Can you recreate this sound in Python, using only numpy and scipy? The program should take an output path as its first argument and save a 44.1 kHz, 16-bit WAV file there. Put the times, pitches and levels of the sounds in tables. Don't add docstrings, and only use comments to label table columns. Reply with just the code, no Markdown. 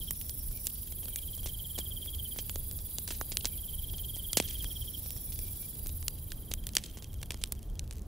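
import sys
import numpy as np
from scipy import signal
from scipy.fft import rfft, irfft, next_fast_len
from scipy.io import wavfile
from scipy.ndimage import uniform_filter1d, map_coordinates

SR = 44100
rng = np.random.default_rng(int(sys.argv[2]) if len(sys.argv) > 2 else 0)


def invert_db(level):
    return 10 ** (np.asarray(level, dtype=float) / 20)


def bounce(signal):
    frames = np.transpose(np.atleast_2d(signal))
    limited = np.clip(frames, -1, 1)
    pcm = np.round(limited * 32767).astype(np.int16)
    wavfile.write(sys.argv[1], SR, pcm)


N = 355879
TIME = np.arange(N) / SR
TOP_HZ = 15750


def unit(x):
    return x / np.sqrt(np.mean(x ** 2) + 1e-20)


def along(points, hz):
    f, v = np.transpose(points)
    return np.interp(np.log(hz + 1), np.log(f + 1), v)


def curves(rows):
    s, *cols = np.transpose(rows)
    return [np.interp(TIME, s, c) for c in cols]


def wobble(rate):
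    return map_coordinates(rng.standard_normal(int(N * rate / SR) + 4), [TIME * rate])


def filtered(x, response):
    m = next_fast_len(N + 8192)
    return irfft(rfft(x, m) * response(np.fft.rfftfreq(m, 1 / SR)), m)[..., :N]


def spectrum(points):
    return lambda f: invert_db(along(points, f)) * (f < TOP_HZ)


def band(hz, width):
    def response(f):
        mode = 1j * f * width / (hz * hz - f * f + 1j * f * width)
        return mode ** 2 * (f < TOP_HZ)
    return response


def rush(response, alike, patchy_db):
    z = signal.stft(rng.standard_normal((2, N)), nperseg=512)[2]
    field = uniform_filter1d(rng.standard_normal(z.shape[1:]), size=6, axis=0)
    field = uniform_filter1d(field, size=14, axis=1)
    patchy = signal.istft(z * invert_db(patchy_db * unit(field)), nperseg=512)[1][:, :N]
    a, b = filtered(patchy, response)
    turn = np.arccos(np.clip(alike, -1, 1)) / 2
    return unit(np.array([np.cos(turn) * a + np.sin(turn) * b, np.cos(turn) * a - np.sin(turn) * b]))


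def clicks(rate, scatter_db, spread_db):
    count = np.floor(np.cumsum(rate * invert_db(scatter_db * wobble(400))) / SR)
    sizes = invert_db(spread_db * np.minimum(rng.exponential(size=N), 3)) * rng.choice([-1, 1], N)
    return np.diff(count, prepend=0) * sizes


# (low edge [Hz], high edge [Hz])
POP_BANDS = [(2600, 9300), (800, 2600), (160, 800), (9300, 16000)]
# (time [s], crack [dB], wood [dB], snap [dB], t60 [s])
TWIGS = [(0.108, -23.5, 2.5, 17.5, 0.012), (0.2132, -24.5, -11, 5, 0.0066), (1.1592, -17, -9.5, 6.5, 0.011),
         (1.471, -22, -9, -7, 0.035), (2.4956, -15.5, -6, -23, 0.0049), (3.077, -17, -10, -6, 0.014),
         (3.1059, -17.5, 1, -24, 0.021), (3.122, -25, -3, -14, 0.0064), (3.2121, -18.5, 7.5, -25, 0.0092),
         (3.446, -18, 1, -18, .006), (3.461, -19, -18, -14, .01), (3.4684, -20.5, -24, -14, 0.031),
         (4.6439, -19, -5.5, -5, 0.0057), (6.0273, -26.5, -7.5, -12.5, 0.0031),
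         (6.0815, -6.5, -25, -4, 0.0064), (6.319, -17.5, -7, -29, 0.012), (6.538, -10.5, -17, -2, 0.005),
         (6.6902, -22, -14, -20, 0.005), (6.7676, 1.5, -11.5, -34, 0.014), (6.7819, -17.5, -6, -12, 0.04),
         (7.229, -20.5, -1, -2.5, 0.014), (7.306, -12.5, -2.5, -27.5, 0.017),
         (7.3195, -24, -3.5, 0.5, .013), (7.522, -20, -2, 12.5, 0.012)]
# (time [s], crack [dB], wood [dB], snap [dB], t60 [s])
LOGS = [(0.2947, -18.5, -23, -11, .018), (0.6693, -12.5, -19, 6, 0.0057), (.675, -22, -17, -60, 0.013),
        (1.4591, -17, -4.5, -2, 0.068), (1.7871, -12.5, -6, -8, .023), (2.3873, -16, -6, -11, 0.023),
        (2.558, -17, -2, -37, 0.0084), (2.9843, -12, -14, -9, 0.0071), (3.0853, -20, -12, -7, 0.058),
        (3.1087, -15, -11, -30, .06), (3.3189, -13.5, -11.5, -18, .05), (3.3708, -1, -35, -33, 0.0017),
        (3.4545, -4, -18, -21, 0.01), (4.331, -7, -20, -6, 0.014), (4.3706, 0.5, -5.5, -3, 0.046),
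        (4.3999, -4, -2, -27, 0.02), (4.4846, -19, -23, -18, .033), (6.5133, -14.5, -8.5, -17, 0.041),
        (6.6683, -15.5, -16, 0.5, 0.014), (6.752, -11, -17, 0, .023), (6.838, -17, -34, -21.5, 0.035),
        (7.3431, -22, -3, -30, 0.0074), (7.4383, -5.5, -25.5, -18, 0.004), (7.794, -14, -34, -20.5, 0.0042)]
# (time [s], crack [dB], wood [dB], snap [dB])
TICKS = [(0.9225, -25.5, -7, -17), (1.056, -25.5, -8, -8), (1.083, -27.5, -3.5, -3), (1.3515, -30, -21, -1),
         (2.06, -29.5, -5, -1), (2.7123, -25.5, -9, 8), (4.159, -29, -30, 9), (4.51, -22, -30, -2),
         (5.106, -25.5, -9, 9), (5.1642, -31, -3, -3.5), (5.359, -29, -23, -14), (5.39, -24, -9, 7),
         (5.8603, -27, -2, -9), (5.87, -24.5, -30, 8.5), (5.893, -25, -12.5, -14.5),
         (6.639, -34, -10.5, -8), (6.735, -27, -19, -15), (6.9864, -30, -11, -14),
         (7.0437, -24.5, -25, -16), (7.1306, -34, -21, -6), (7.1415, -33.5, -22, 5),
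         (7.2155, -32, -14, 0.5), (7.2582, -42.5, -9, 15), (7.5916, -35.5, -12, 0), (7.629, -36, -17, 4),
         (7.6995, -42.5, -4, 4), (7.91, -21.5, -13, -28.5), (7.926, -28.5, -10.5, -12.5),
         (7.9337, -42, -15, 10)]
# (time [s], crack [dB], wood [dB], snap [dB])
PUFFS = [(0.5108, -30.5, -5, -7), (0.6556, -27, -13, 6), (0.873, -30.5, -9, -12), (1.03, -31, -7, 1),
         (1.3773, -32.5, -3, 12), (1.4305, -31, -6, -1), (1.484, -26, -19, -12), (1.779, -19.5, -7, -6),
         (1.7986, -27, -7, -4), (2.3608, -28, 0, -9), (2.3912, -21, -19, -8), (2.401, -31, -13, -1),
         (2.788, -27, -8, -18), (3.146, -24.5, -25, -23), (3.936, -29, -5, -6), (3.9808, -24.5, -24, -12),
         (4.1643, -28, -1.5, 3), (4.6244, -28, -12, 5), (5.059, -28.5, -4, -6.5), (5.321, -23.5, -24, -8),
         (5.626, -34.5, -2.5, -6), (6.3244, -35.5, -10, -1), (6.5254, -34.5, -12, -7),
         (6.9714, -26, -1.5, -7), (7.023, -26.5, -7, -13.5), (7.4142, -24.5, -10, -13.5),
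         (7.7993, -43, -15, -2)]
# (time [s], crack [dB])
SPARKS = [(4.545, -33), (7.374, -36), (7.459, -34), (7.474, -35), (7.552, -38), (7.755, -37.5),
          (7.877, -38), (7.902, -50), (7.956, -37), (7.968, -39), (7.974, -42), (7.983, -36),
          (7.994, -38.5), (8.02, -40)]
# (wood [dB], snap [dB], t60 [s])
SPARK = (-25, 0, 0.0033)
TICK_T60, PUFF_T60 = 0.0075, 0.055
PUSH_T60 = .004
TWIG_WOOD, BARK_WOOD = (-4.5, -6), (-8.5, 4)
LOG_WOOD = (-16, 3)


def pops():
    t = np.arange(SR // 12) / SR
    filters = [signal.butter(2, edges, "bandpass", fs=SR, output="sos") for edges in POP_BANDS]
    out = np.zeros((2, N + len(t)))
    bursts = [(*row, TWIG_WOOD) for row in TWIGS]
    bursts += [(*row, LOG_WOOD) for row in LOGS]
    bursts += [(*row, TICK_T60, BARK_WOOD) for row in TICKS]
    bursts += [(*row, PUFF_T60, BARK_WOOD) for row in PUFFS]
    bursts += [(*row, *SPARK, BARK_WOOD) for row in SPARKS]
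    for s, db, wood_db, snap_db, t60, (body_db, thump_db) in bursts:
        noise = rng.standard_normal((3, len(t)))
        ragged = invert_db(20 * uniform_filter1d(noise[2], size=25))
        decay = invert_db(-60 * t / np.clip(t60, .002, .08))
        burst = (noise[0] + .27 * noise[1] * [[1], [-1]]) * ragged * decay
        burst[:, 0] = 3
        push = np.ones((2, 1)) * np.abs(burst.mean(axis=0)) * invert_db(-60 * t / PUSH_T60)
        bands = [signal.sosfilt(f, x) for f, x in zip(filters, [burst, burst, push, burst])]
        levels_db = db + np.array([1.5, wood_db + body_db, wood_db + thump_db, snap_db])
        gains = invert_db(levels_db) * [1, -1, 1, -1]
        pop = sum(g * b / np.linalg.norm(b[0]) for g, b in zip(gains, bands))
        out[:, round(s * SR):][:, :len(t)] += pop
    return out[:, :N] * invert_db([[-1.1], [1.1]])


FADE_S, FADE_DB = 5.61, 10.5
EMBERS_DB, EMBERS_SINK_DB, FLARE_RISE_DB = -66, 4, 259.5
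# (time [s], peak level [dB], fall [dB/s])
FLARES = [(3.13, -57.5, 70.5), (3.318, -66, 90), (3.46, -60, 158), (4.43, -52, 40), (5.88, -65, 49),
          (6.82, -54.5, 92), (7.32, -65, 31), (7.931, -65.5, 186)]


def fizz_db():
    embers = EMBERS_DB - EMBERS_SINK_DB * np.maximum(TIME - FADE_S, 0)
    levels = [embers]
    for s, db, fall_db in FLARES:
        levels.append(db + np.minimum(FLARE_RISE_DB * (TIME - s), -fall_db * (TIME - s)))
    return np.max(levels, axis=0)


# (centre [Hz], width [Hz], level [dB])
SPITS = [(2710, 3600, 3), (4130, 9300, 8), (5950, 570, -0.5), (8700, 1900, -18)]
# (frequency [Hz], level [dB per Hz])
FIZZ = [(400, 12.5), (1500, -24), (3000, 13.5), (5500, 6), (9000, 9), (15000, -26)]


def sputter():
    level_db = fizz_db()
    rate = 90 * invert_db(.7 * (level_db + 70) + 5 * wobble(25))
    even = 1 / np.sqrt(uniform_filter1d(rate, size=4000))
    spits = 0
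    for hz, width, db in SPITS:
        spit = filtered(clicks(rate, scatter_db=6, spread_db=3) * even, band(hz, width))
        spits = spits + invert_db(db) * unit(spit)
    hiss = invert_db(7.35 * wobble(160)) * rush(spectrum(FIZZ), 0.48, patchy_db=-0.5)
    return invert_db(level_db) * (invert_db(-2) * unit(spits) * invert_db([[-1.1], [1.1]]) + invert_db(-2) * hiss)


def fade_db(s):
    return -FADE_DB * np.maximum(s - FADE_S, 0)


# (start [share of pair], length [share of pair], level [dB])
WING_STROKES = [(.2, .45, 0), (.79, .34, -1)]
GAP_DB, GRIP, LIFT = -23, .068, .02


def stroke_db(pairs):
    levels = []
    for start, length, db in WING_STROKES:
        since = (pairs - start) % 1
        loose = np.where(since < length, np.exp(-since / GRIP), np.clip((since - length) / LIFT, 0, 1))
        levels.append(db + GAP_DB * loose)
    return np.max(levels, axis=0)


KATYDID_DB = -46
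FIRST_PAIR_S, PAIR_S, PAIR_TIRES_S = -.0092, .08796, 8.33e-6
# (frequency [Hz], level [dB per Hz])
WING = [(7500, -40), (9000, -15), (10500, -8), (11700, -7), (12800, -3), (14000, -1.5), (15000, 0),
        (15700, -3)]
# (frequency [Hz], level [dB per Hz])
CHORUS = [(2500, -34), (3300, -21), (4400, -32), (6200, -32), (8400, -13), (10700, 0), (12000, -5),
          (14500, -6), (15700, -8)]


def katydid():
    done = np.arange(100)
    pairs = np.interp(TIME, FIRST_PAIR_S + PAIR_S * done + PAIR_TIRES_S * done * done, done)
    stroke = invert_db(stroke_db(pairs))
    late_stroke = invert_db(stroke_db(pairs - .09))
    teeth = np.abs(unit(clicks(520, scatter_db=1.2, spread_db=1.5))) + 1.1 * rng.standard_normal(N)
    saw = unit(filtered(teeth * stroke, spectrum(WING)))
    left = filtered(saw, lambda f: np.exp(-2j * np.pi * f * 14e-6))
    saw = np.array([invert_db(-2.5) * left, invert_db(4) * saw])
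    cell = unit(filtered(rng.standard_normal((2, N)) * late_stroke ** .6, band(10800, 900)))
    blur = rush(spectrum(CHORUS), 0.016, patchy_db=2)
    song = saw + invert_db(-4) * cell * invert_db([[-3], [1.5]]) + invert_db(-2.5) * blur * invert_db([[1.5], [-1.5]])
    return invert_db(KATYDID_DB + fade_db(TIME) + .7 * wobble(12)) * song


SWELL_PULSES, DRAG_SHARE = 7.5, .62


def trill(start, pulses, gap, growth, db, swell_db, drag_s):
    k = np.arange(pulses + 1)
    at = start + gap * k + growth * k * k + drag_s * DRAG_SHARE ** (pulses - k)
    level_db = db - swell_db * np.exp(-k / SWELL_PULSES) + fade_db(at)
    heard = (at > .01) & (at < N / SR)
    return at[heard], level_db[heard]


def frog(trills, hz, fall_hz, swell_db, drag_s, wet_db):
    t = np.arange(-SR // 40, SR // 40) / SR
    out = np.zeros(N + 2 * len(t))
    for row in trills:
        for at, db in zip(*trill(*row, swell_db, drag_s)):
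            chance = rng.standard_normal(4)
            beat = np.cos(2 * np.pi * (175 + 12 * chance[0]) * (t + .0115))
            depth = np.clip(.25 - t / .006, .25, 1)
            puffs = 1 - depth * ((1 - beat) / 2) ** 0.58
            rise = np.clip((t + .016) / .012, 0, 1) ** .6
            swell = rise * invert_db(-60 * (np.maximum(t - .004, 0) / .014) ** 2)
            cycles = (hz + 25 * chance[1]) * t - fall_hz * t * t / 0.055
            tone = np.sin(2 * np.pi * cycles + 3 * chance[2])
            pulse = invert_db(db + 4.0 + 1.1 * chance[3]) * swell * puffs * tone
            out[round((at - .004) * SR):][:len(t)] += pulse
    dry = out[-round(t[0] * SR):][:N]
    tail = rng.standard_normal((2, SR // 8)) * invert_db(-60 * np.arange(SR // 8) / SR / .14)
    leaves = signal.fftconvolve(dry[None], tail / np.linalg.norm(tail[0]), axes=1)[:, :N]
    return dry * invert_db([[-1.1], [1.1]]) + invert_db(wet_db) * leaves


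# (start time [s], count [pulses], gap [s], gap growth [s/pulse], level [dB])
NEAR_FROG = [
    (-1.499, 31, .05, 0, -43),
    (.735, 31, .0497, .000085, -43),
    (3.136, 35, .0508, 0, -42.5),
    (5.926, 35, .051, .000016, -43),
]
# (start time [s], count [pulses], gap [s], gap growth [s/pulse], level [dB])
FAR_FROG = [
    (.166, 5, .0505, .00074, -60),
    (2.454, 11, .0485, .00036, -58.5),
    (4.996, 15, .047, .00017, -58.5),
]


def tree_frogs():
    near = frog(NEAR_FROG, 3215, fall_hz=330, swell_db=25, drag_s=.039, wet_db=-9)
    far = frog(FAR_FROG, 3387, fall_hz=260, swell_db=1.5, drag_s=0, wet_db=-3)
    return near + far


# (time [s], length [s], level [dB])
PEEPS = [(0.565, 0.09, -65), (1.106, 0.042, -69), (1.173, 0.077, -64), (3.49, 0.07, -73),
         (3.54, 0.076, -65), (5.275, 0.088, -71), (5.46, 0.11, -68), (5.63, 0.059, -64),
         (6.274, 0.028, -76)]


def peeps():
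    gate = sum(invert_db(db) * np.exp(-((TIME - s) / (length / 2)) ** 4) for s, length, db in PEEPS)
    return gate * rush(band(2350, 110), .6, patchy_db=0)


# (start time [s], end time [s], level [dB])
BOUTS = [
    (-.1, 0.843, -62),
    (4.593, 5.763, -61.5),
]
BUZZ_REST_DB, BUZZ_EDGE_S = -74, .11
# (centre [Hz], width [Hz], level [dB re katydid])
DRONES = [(3910, 530, -21.5), (4765, 260, -21), (6750, 440, -25.5), (7470, 450, -21.5)]


def crickets():
    buzz_db = BUZZ_REST_DB + fade_db(TIME)
    for start, end, db in BOUTS:
        inside = np.clip(.5 + np.minimum(TIME - start, end - TIME) / BUZZ_EDGE_S, 0, 1)
        buzz_db = buzz_db + (db - BUZZ_REST_DB) * inside
    throb_db = 3 * np.sin(2 * np.pi * 95 * TIME) + .8 * wobble(8)
    buzz = invert_db(buzz_db + throb_db) * rush(band(5590, 320), 0.39, patchy_db=2.5)
    drones = 0
    for hz, width, db in DRONES:
        drones = drones + invert_db(db + 1.5 * wobble(2.84)) * rush(band(hz, width), 0.5, patchy_db=2)
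    return buzz + invert_db(KATYDID_DB + fade_db(TIME)) * drones


# (time [s], rumble level [dB], surf level [dB])
ROAR = [(0.0, -45.5, -60), (7.87, -43.5, -57), (8.07, -43, -56)]
# (frequency [Hz], level [dB per Hz])
RUMBLE = [(12, -55), (20, 4), (49, 3), (81, 2.5), (112, -5), (140, -9), (200, -26), (260, -36), (440, -120)]
# (frequency [Hz], level [dB per Hz])
SURF = [(71, -53), (120, -4), (184, -2), (463, -14.5), (1240, -29.5), (2810, -40.5), (3170, -38.5),
        (5630, -38), (11300, -45), (16000, -67)]


def flame_and_surf():
    rumble_db, surf_db = curves(ROAR)
    flutter = invert_db(rumble_db + 3 + 1.5 * wobble(7))
    rumble = flutter * rush(lambda hz: invert_db(along(RUMBLE, hz)), .975, patchy_db=1.2)
    surf = invert_db(surf_db + 3) * rush(spectrum(SURF), .98, patchy_db=1.2)
    return rumble * invert_db([[-.3], [.3]]) + surf * invert_db([[-.4], [.4]])


def scene():
    fire = pops() + sputter()
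    night = katydid() + tree_frogs() + peeps() + crickets()
    return fire + night + flame_and_surf()


def top_cut(x):
    return signal.sosfilt(signal.butter(12, 17000, fs=SR, output="sos"), x)


LAG_CYCLES, LAG_HZ = .8, 90


def record(dry):
    def microphone(hz):
        limit = invert_db(np.interp(hz, [15700, 16000, 16900, 17000], [0, -22, -22, -120]))
        return limit * np.exp(-2j * np.pi * LAG_CYCLES * np.log(1 + hz / LAG_HZ))
    held = dry / (1 + np.abs(dry / .45) ** 3) ** (1 / 3)
    return top_cut(filtered(held, microphone))


dry = scene()
out = record(dry)
bounce(out)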